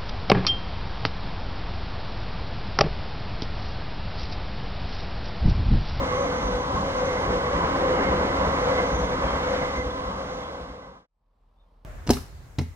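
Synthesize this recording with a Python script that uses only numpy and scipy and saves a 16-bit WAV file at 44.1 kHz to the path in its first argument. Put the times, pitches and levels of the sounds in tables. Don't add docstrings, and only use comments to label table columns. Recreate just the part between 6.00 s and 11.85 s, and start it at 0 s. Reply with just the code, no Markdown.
import sys
import numpy as np
from scipy import signal
from scipy.fft import rfft, irfft
from scipy.io import wavfile

SR = 44100
rng = np.random.default_rng(int(sys.argv[2]) if len(sys.argv) > 2 else 0)


def store_pcm(level_fs):
    pcm = np.round(np.clip(level_fs, -1, 1) * 32767).astype(np.int16)
    wavfile.write(sys.argv[1], SR, np.atleast_2d(pcm).T)


N = 257968
TIME = np.arange(N) / SR
FREQ = np.maximum(np.fft.rfftfreq(N, 1 / SR), 1)
PORT_SIGN = np.array([[1], [-1]])
AXLE_GAP_S, THUMP_S = .084, .025

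# (time [s], leading axle [dB], trailing axle [dB], bounce [Hz], boom [dB], rail [dB])
BOGIES = [(-.057, -40, -33, 54, -41.5, -38), (.459, -22.5, -26, 52, -36, -55),
          (0.746, -27, -39, 53.7, -32.5, -35), (1.293, -24, -31, 54, -33.5, -53),
          (1.561, -23.5, -29, 51, -33.5, -33.5), (2.109, -23, -30, 62, -31.5, -50),
          (2.398, -26.5, -27, 63.98, -33, -34), (2.946, -22.5, -25.5, 58, -37, -60),
          (3.256, -23, -29, 62, -37.5, -33.5), (3.785, -24.5, -28, 59.87, -45, -42.5),
          (4.074, -33, -40, 55, -38, -38.5), (4.622, -31, -31, 55.3, -43, -61),
          (4.898, -39, -45, 55.2, -38, -39.5)]
# (time [s], wheel roar [dB], its bright part
# [dB], low rush of air [dB], hiss [dB])
PASSING = [(0.03, -36.5, -43.5, -34.5, -55.5), (0.47, -35.5, -43, -34.5, -55), (0.67, -37, -46, -36.5, -57),
           (0.73, -35.5, -46, -32.5, -55), (0.95, -36, -44, -35.5, -54.5), (1.97, -32, -38.5, -33, -54.5),
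           (2.82, -32.5, -39.5, -33, -53), (2.89, -33.5, -42, -35.5, -54), (2.93, -34.5, -42, -34, -56),
           (3.57, -35, -40, -35, -54), (3.85, -40, -48, -38.5, -58.5), (4.45, -41, -51.5, -41.5, -61)]


def rolling(turn_hz=9.1, bright_hz=1333, roar_db=1.5, bright_db=.26, hiss_db=5.5, jolt_db=-11):
    # (frequency [Hz], relative level [dB])
    roar_spectrum = [(300, -20), (450, -2), (600, -1.5), (780, -3), (930, -3.5), (1200, -5), (1400, -8),
                     (1800, -12), (2250, -14), (2600, -25.5), (4000, -52)]
    hiss_spectrum = [(1700, -9), (2450, -2.5), (3000, 1.5), (3800, 1), (4500, -3), (5500, -4.5),
                     (6800, -10.5), (8300, -19), (10000, -21), (13000, -31), (15500, -46.5)]
    rush_spectrum = [(65, -15), (112, -2), (140, -2.5), (185, 0), (232, -3), (271, -4), (305, -5),
                     (400, -9), (520, -4), (900, -42.5)]
    # (time [s], half-width [s], gain [dB])
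    surges = [(.79, 0.028, -1), (1.311, 0.035, 2), (1.644, 0.022, 1.5), (2.0, 0.026, 1.7),
              (2.111, 0.074, 1.5), (2.414, .04, 0.2), (2.71, 0.037, 0.1), (2.803, 0.016, 2.5),
              (3.257, .04, 1.5), (4.114, .06, -2.5)]
    roar, bright, rush, hiss = passing_gains()
    turn = np.sin(2 * np.pi * np.cumsum(turn_hz * (1 + .054 * walk(.57))) / SR)
    load_db = turn + .5 * walk(30)
    surge_db = sum(db * swell(at, length, length) for at, length, db in surges)
    dull_share = 1 / (1 + (FREQ / bright_hz) ** 10)
    dull_part = undb(roar_db) * roar * track_noise(colour(roar_spectrum) * np.sqrt(dull_share))
    bright_part = undb(bright_db) * bright * track_noise(colour(roar_spectrum) * np.sqrt(1 - dull_share))
    contact = undb(load_db + surge_db) * car_swing(depth_db=.66) * (dull_part + bright_part)
    flicker = undb(.5 * load_db + .35 * walk(12)) * car_swing(depth_db=.25)
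    sizzle = undb(hiss_db) * flicker * hiss * track_noise(colour(hiss_spectrum))
    eddies = steady(track_noise(colour(rush_spectrum)), hold_s=.23)
    jolts = together(undb(db) * swell(at, THUMP_S, THUMP_S) for at, db, _ in axles())
    air = together([undb(surge_db) * rush, undb(jolt_db) * jolts]) * eddies
    return contact + sizzle + air


def whine(main_db=2.17, overtone_db=4.5, smear_hz=500.4, smear_db=-12, upper_hz=546, upper_db=-5):
    # (time [s], pitch [Hz], relative level [dB])
    course = [(0.0, 500, -45.5), (0.2, 501.2, -28), (0.42, 503, -34), (0.53, 499, -29), (0.7, 502, -40.5),
              (0.74, 501, -29.5), (0.81, 500, -48), (0.84, 502.7, -34.5), (0.92, 503, -41.5),
              (1.03, 503, -26.5), (1.2, 500, -33.5), (1.24, 499, -47), (1.29, 499.3, -39), (1.36, 499, -27),
              (1.42, 496, -56), (1.46, 496, -27), (1.52, 496.5, -40), (1.57, 496, -35), (1.76, 501, -46.5),
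              (1.8, 505, -30), (1.92, 503, -25.5), (2.05, 505, -46), (2.09, 503.5, -31),
              (2.19, 501.2, -28.5), (2.24, 498.6, -40), (2.35, 503.4, -46), (2.38, 501, -32),
              (2.56, 505, -47), (2.59, 504, -30.5), (2.84, 501.8, -27.5), (2.92, 499, -35.5),
              (2.97, 499.3, -32), (3.15, 495, -33), (3.18, 499, -49), (3.241, 503, -37), (3.38, 502.4, -48),
              (3.52, 502.7, -27.5), (3.74, 500, -39), (3.81, 500.6, -31.5), (4.03, 503, -41.5),
              (4.079, 504, -38), (4.14, 501, -50), (4.26, 501, -45), (4.36, 502.3, -35.5), (4.5, 501, -44),
              (4.629, 499, -39), (4.75, 501, -42.5), (4.939, 502.3, -45)]
    times, hz, db = np.transpose(course)
    pitch = np.interp(TIME, times, hz)
    strength = np.interp(TIME, times, undb(db + main_db) ** .5) ** 2
    roar, *_ = passing_gains()
    smear = track_noise(resonance(smear_hz, width_hz=28))
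    upper = steady(track_noise(resonance(upper_hz, width_hz=12)), hold_s=.18)
    tone = whine_tone(pitch, strength, undb(overtone_db) * roar)
    return tone + roar * (undb(smear_db) * smear + undb(upper_db) * upper)


def whine_tone(pitch, fundamental_gain, overtone_gain, jitter=.007, shimmer_db=1.8, scatter_rad=.35):
    # (multiple of the pitch, relative level [dB], left port's lag [rad])
    partials = [(1, 0, .5), (2.011, -11, 1.9), (3.029, -10.5, 2.2), (4.04, -20, 2.1)]
    phase = 2 * np.pi * np.cumsum(pitch * (1 + jitter * walk(58))) / SR
    tone = 0
    for multiple, db, lag in partials:
        offset = PORT_SIGN * (lag + scatter_rad * walk(24)) / 2
        strength = (overtone_gain if multiple > 1 else fundamental_gain) * undb(db + shimmer_db * walk(25))
        tone = tone + strength * np.sin(multiple * phase - offset + 2 * np.pi * rng.random())
    return tone


def wheel_songs(rim_db=-1, squeal_db=-2):
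    # (time [s], half-width [s], pitch [Hz], relative level [dB])
    whine_cues = [(.03, 0.032, 540, -30), (.23, .05, 550, -27.5), (.88, .04, 544, -30),
                  (1.07, 0.046, 542, -26), (1.16, 0.063, 443, -36.5), (1.33, 0.069, 434, -31.5),
                  (1.35, .03, 538, -29.5), (1.54, .03, 554, -28), (1.88, 0.043, 535.5, -23.5),
                  (1.91, .05, 444, -32), (2.09, 0.033, 530, -23.5), (2.22, 0.037, 452, -34),
                  (2.39, .05, 541, -25.5), (2.71, 0.044, 541, -24), (3.24, .045, 549, -30.5),
                  (3.55, .06, 544.2, -29), (4.2, .04, 542, -33), (4.39, 0.05, 546.7, -36.5),
                  (4.55, .04, 546, -38.5), (4.89, .04, 546, -35)]
    rail_cues = [(.02, 0.074, 1007, -35), (.15, 0.11, 1109, -32), (.46, .05, 1020, -32),
                 (.66, 0.075, 1012, -34.5), (.79, .03, 1089, -29), (1.01, 0.088, 1110, -31.5),
                 (1.24, .04, 1004, -34), (1.52, .06, 1115, -31), (1.62, 0.055, 1007, -28.5),
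                 (1.8, 0.078, 1063, -31.5), (2.01, 0.049, 1111, -37), (2.11, .04, 985, -29.5),
                 (2.42, 0.052, 1010, -27), (2.69, .07, 1090, -33.5), (3.33, 0.045, 999.3, -36),
                 (3.99, 0.042, 1016, -32), (4.11, 0.052, 1012, -36.5)]
    rim_cues = [(.19, 0.18, 2110, -40.5), (.93, 0.063, 2100, -46), (1.08, .03, 2100, -39),
                (1.19, .07, 2071, -37.5), (1.56, 0.041, 1988, -37), (2.01, .04, 2023, -40),
                (2.07, .04, 2137, -35), (2.73, 0.038, 2011, -33), (2.8, 0.036, 2070, -34),
                (3.3, .05, 2182, -43), (3.66, .055, 2053, -35), (3.78, 0.056, 2050, -31.5),
                (4.05, 0.048, 2005, -45), (4.44, 0.07, 2084, -44.5), (4.84, .09, 2010, -48)]
    scrape_cues = [(1.62, 0.09, 2910, -46), (2.0, 0.15, 2920, -43.5), (2.45, 0.065, 2900, -48),
                   (2.77, .07, 3376, -47.5), (4.43, 0.062, 3409, -49)]
    squeal_cues = [(.22, .06, 6300, -51), (.47, .1, 6130, -52), (.54, .09, 3450, -51),
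                   (1.08, .08, 5900, -50), (2.69, .08, 3450, -51.5), (2.99, .1, 6070, -51),
                   (3.02, .09, 3460, -47.5), (3.3, .07, 3200, -40.5), (3.72, .05, 3530, -54.5),
                   (3.8, .07, 6200, -58), (3.88, .06, 3430, -48), (4.33, .06, 6200, -56)]
    whines = singing(whine_cues, jitter=.015, jitter_hz=50, shimmer_db=1.3, sag_per_s=.05)
    rails = singing(rail_cues, jitter=.012, jitter_hz=60, shimmer_db=2.5, sag_per_s=.03)
    rims = singing(rim_cues, jitter=.018, jitter_hz=130, shimmer_db=3, sag_per_s=.06)
    scrapes = singing(scrape_cues, jitter=.04, jitter_hz=250, shimmer_db=3, sag_per_s=.06)
    squeals = singing(squeal_cues, jitter=.019, jitter_hz=260, shimmer_db=3.5, sag_per_s=.14)
    return ports(whines + rails + undb(rim_db) * rims + scrapes + undb(squeal_db) * squeals)


def singing(cues, jitter, jitter_hz, shimmer_db, sag_per_s):
    paths = np.zeros((3, N))
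    waver = jitter * np.array([walk(jitter_hz) for _ in paths])
    shimmer = undb(shimmer_db * walk(30))
    for (at, length, hz, db), start_cycles in zip(cues, rng.random((len(cues), 3, 1))):
        now = np.flatnonzero(abs(TIME - at) < 3 * length)
        age = TIME[now] - at
        cycles = start_cycles + np.cumsum(hz * (1 + waver[:, now] - sag_per_s * age), axis=1) / SR
        envelope = undb(db) * np.exp(-(age / length) ** 2) * shimmer[now]
        paths[:, now] += envelope * np.sin(2 * np.pi * cycles)
    return paths


def sleepers(ground_db=-2.5, thump_db=.5, rise_s=.016, fall_s=.025):
    # (frequency [Hz], relative level [dB])
    rumble_spectrum = [(10, -40.5), (25, -13.5), (38, -8.5), (50, -1), (60, -5.5), (72, -2), (90, -8),
                       (125, -25), (300, -34.5)]
    _, _, rush, _ = passing_gains()
    shake = steady(track_noise(colour(rumble_spectrum)), hold_s=.07)
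    bounces = sum(undb(db) * swell(at, rise_s, fall_s) * np.cos(2 * np.pi * hz * (TIME - at))
                  for at, db, hz in axles())
    return undb(ground_db) * rush * shake + undb(thump_db) * bounces


def steel(rail_db=-2, rail_s=.11, rim_db=-8, web_db=-18, flange_db=-2, graze_db=-4, flutter_db=2):
    # (frequency [Hz], width [Hz], relative level [dB])
    rail_modes = [(786, 42, 1), (1016, 140, 2.5), (1054, 24, 4.5), (1111, 18, 4), (1244, 150, -3.5),
                  (1597, 24, -4), (1664, 84, -12.5)]
    rim_modes = [(1993, 50, 2), (2095, 21, 4), (2155, 39, -5.5)]
    web_modes = [(2840, 590, -5.5), (3080, 57, -19.5), (3510, 120, -14)]
    flange_modes = [(6440, 70, -2.5), (6140, 440, -2), (10000, 200, -20)]
    # (time [s], half-width [s], relative level [dB])
    brush_cues = [(0.195, 0.14, -54.5), (0.466, 0.35, -56), (1.06, 0.22, -55.5), (2.583, 0.14, -57.5),
                  (2.966, 0.17, -52.5), (3.53, 0.078, -56), (3.79, 0.12, -57), (4.326, 0.17, -58.5)]
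    roar, bright, _, hiss = passing_gains()
    bogie_swells = [undb(db) * swell(at + AXLE_GAP_S / 2, rail_s, rail_s) for at, *_, db in BOGIES]
    rail = together([undb(rail_db) * roar * car_swing(depth_db=.5)] + bogie_swells)
    rim = undb(rim_db) * bright
    web = undb(web_db) * bright * car_swing(depth_db=1)
    brushes = [undb(db) * swell(at, length, length) for at, length, db in brush_cues]
    contact = together([undb(graze_db) * hiss] + brushes)
    firmness = (contact / contact.max()) ** .65
    flange = contact * firmness * undb(flange_db + flutter_db * walk(25))
    return (rail * ringing(rail_modes) + rim * ringing(rim_modes)
            + web * ringing(web_modes) + flange * ringing(flange_modes))


def ringing(modes):
    return track_noise(together(undb(db) * resonance(hz, width) for hz, width, db in modes))


def car_bodies(boom_hz=189, hum_hz=271, hum_db=-6):
    _, _, rush, _ = passing_gains()
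    boom_level = together(undb(db) * swell(at + THUMP_S, rise_s=.052, fall_s=.09)
                          for at, *_, db, _ in BOGIES)
    boom = steady(track_noise(resonance(boom_hz, width_hz=30)), hold_s=.1)
    hum = steady(track_noise(resonance(hum_hz, width_hz=14)), hold_s=.25)
    return boom_level * boom + undb(hum_db) * rush * hum


def whooshes(centre_hz=355, width_hz=110):
    # (time [s], half-width [s], level [dB])
    gust_cues = [(1.299, 0.11, -36), (1.959, 0.35, -31.5)]
    gusts = sum(undb(db) * swell(at, length, length) for at, length, db in gust_cues)
    return gusts * track_noise(resonance(centre_hz, width_hz))


def diesel(exhaust_db=-57, clatter_db=-67, firing_hz=39.7, beat_hz=6, second_db=-8, throb=.13, spread=.6):
    # (multiple of the firing rate, relative level [dB])
    overtones = [(1.5, -10.5), (2, -16.5), (3, -25), (4, -20.5), (6, -30.5), (7, -25)]
    # (frequency [Hz], relative level [dB])
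    clatter_spectrum = [(50, 2), (90, 0), (130, -2.5), (180, -1.5), (350, -11), (500, -3.5), (750, -6.5),
                        (1050, -3.5), (1500, -19.5), (2200, -23), (4500, -27), (7000, -39), (14000, -41)]
    phase = 2 * np.pi * np.cumsum(firing_hz * (1 + .013 * walk(8.4))) / SR
    first = np.sin(phase) + sum(undb(db) * np.sin(k * phase + 2 * np.pi * rng.random())
                                for k, db in overtones)
    second = -np.sin(phase - 2 * np.pi * beat_hz * (TIME - 5.54))
    firings = first + undb(second_db) * second
    mid = noise(colour(clatter_spectrum), channels=1)
    side = noise(colour(clatter_spectrum) * np.minimum(FREQ / 700, 1), channels=1)
    clatter = unit(mid + spread * side * PORT_SIGN) * (1 + throb * np.sin(phase))
    return undb(exhaust_db) * firings / firings.std() + undb(clatter_db) * clatter


def birds(arch_hz=75, waver=.016, echo_t60_s=.2, echo_db=-6):
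    # (time [s], half-width [s], pitch [Hz], glide [Hz/s], level [dB])
    chirp_cues = [(5.18, .04, 7750, -1000, -104), (5.35, .03, 7690, 0, -98),
                  (5.42, .045, 7560, -2200, -95.5), (5.61, .028, 3620, -1200, -72.5),
                  (5.685, .016, 3200, -4000, -84)]
    chirps = 0
    for at, length, hz, glide, db in chirp_cues:
        age = np.clip(TIME - at, -2 * length, 2 * length)
        pitch = (hz + glide * age - arch_hz * (age / length) ** 2) * (1 + waver * walk(150))
        wave = np.sin(2 * np.pi * np.cumsum(pitch) / SR + PORT_SIGN)
        chirps = chirps + undb(db) * swell(at, length, length) * wave
    tail = rng.standard_normal((2, N)) * undb(-60 * TIME / echo_t60_s)
    echo = signal.fftconvolve(chirps, tail / np.linalg.norm(tail[0]), axes=1)[:, :N]
    return chirps + undb(echo_db) * echo


def passing_gains():
    times, *levels = np.transpose(PASSING)
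    return [undb(np.interp(TIME, times, db)) for db in levels]


def axles():
    return [axle for at, leading, trailing, hz, _, _ in BOGIES
            for axle in ((at, leading, hz), (at + AXLE_GAP_S, trailing, hz))]


def car_swing(depth_db, car_s=.84, first_car_s=.23):
    return undb(depth_db * np.cos(2 * np.pi * (TIME - first_car_s) / car_s))


def ports(paths):
    # (frequency [Hz], left lag [rad], likeness [0-1], left minus right [dB])
    image = [(80, -0.1, 0.99, 0.3), (270, 0.2, 0.99, 1.4), (520, 0.6, 0.92, 1.9), (800, 1.3, 0.76, 0.3),
             (1020, 1.8, 0.77, 0.3), (1180, 1.4, 0.49, -1.1), (1370, 1.8, 0.43, -1.5),
             (2050, 2.3, 0.72, -5.9), (3800, 2.9, 0.84, -0.7), (6500, 3.9, 0.6, -0.8),
             (8300, 6.5, 0.2, 1.2), (10000, 8.8, 0.41, -2.3), (13000, 10.0, 0.34, -2.2),
             (15000, 12.2, 0.41, -0.5)]
    lag, likeness, left_db = over_freq(image)
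    side = PORT_SIGN / 2
    spectra = rfft(paths)
    direct = np.sqrt(likeness) * spectra[0] * np.exp(-1j * side * lag)
    scattered = np.sqrt(1 - likeness) * spectra[1:]
    return irfft((direct + scattered) * undb(side * left_db), N)


def track_noise(gain):
    return unit(ports(noise(gain, channels=3)))


def noise(gain, channels):
    return irfft(rfft(rng.standard_normal((channels, N))) * gain, N)


def colour(points):
    skirts = np.minimum(FREQ / points[0][0], 1) * np.minimum(points[-1][0] / FREQ, 1)
    return undb(over_freq(points)[0]) * skirts ** 2


def over_freq(table):
    hz, *columns = np.transpose(table)
    return [np.interp(np.log(FREQ), np.log(hz), column) for column in columns]


def resonance(hz, width_hz):
    return 1 / (1 + ((FREQ - hz) / width_hz) ** 2) ** 1.45


def steady(pair, hold_s):
    window = np.hanning(int(hold_s * SR))
    power = signal.fftconvolve(pair.mean(axis=0) ** 2, window / window.sum(), "same")
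    return pair / np.sqrt(np.maximum(power, 1e-9))


def walk(rate_hz):
    drift = irfft(rfft(rng.standard_normal(N)) / (1 + (FREQ / rate_hz) ** 4), N)
    return drift / drift.std()


def swell(at, rise_s, fall_s):
    return np.exp(-((TIME - at) / np.where(TIME < at, rise_s, fall_s)) ** 2)


def together(levels):
    return np.sqrt(sum(level ** 2 for level in levels))


def unit(pair):
    return pair / pair.mean(axis=0).std()


def undb(db):
    return 10 ** (np.asarray(db) / 20)


def scene(fade_start_s=4.3, fade_end_s=5.068, platform_start_s=5.06, platform_full_s=5.73):
    fade_out = np.interp(TIME, [fade_start_s, fade_end_s], [1, 0])
    fade_in = np.interp(TIME, [platform_start_s, platform_full_s], [0, 1]) ** 1.14
    express = rolling() + whooshes() + sleepers() + car_bodies() + whine() + wheel_songs() + steel()
    return fade_out * express + fade_in * diesel() + birds()


def record(dry, top_hz=15600):
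    return signal.sosfilt(signal.ellip(10, .1, 80, top_hz, fs=SR, output="sos"), dry)


dry = scene()
out = record(dry)
store_pcm(out)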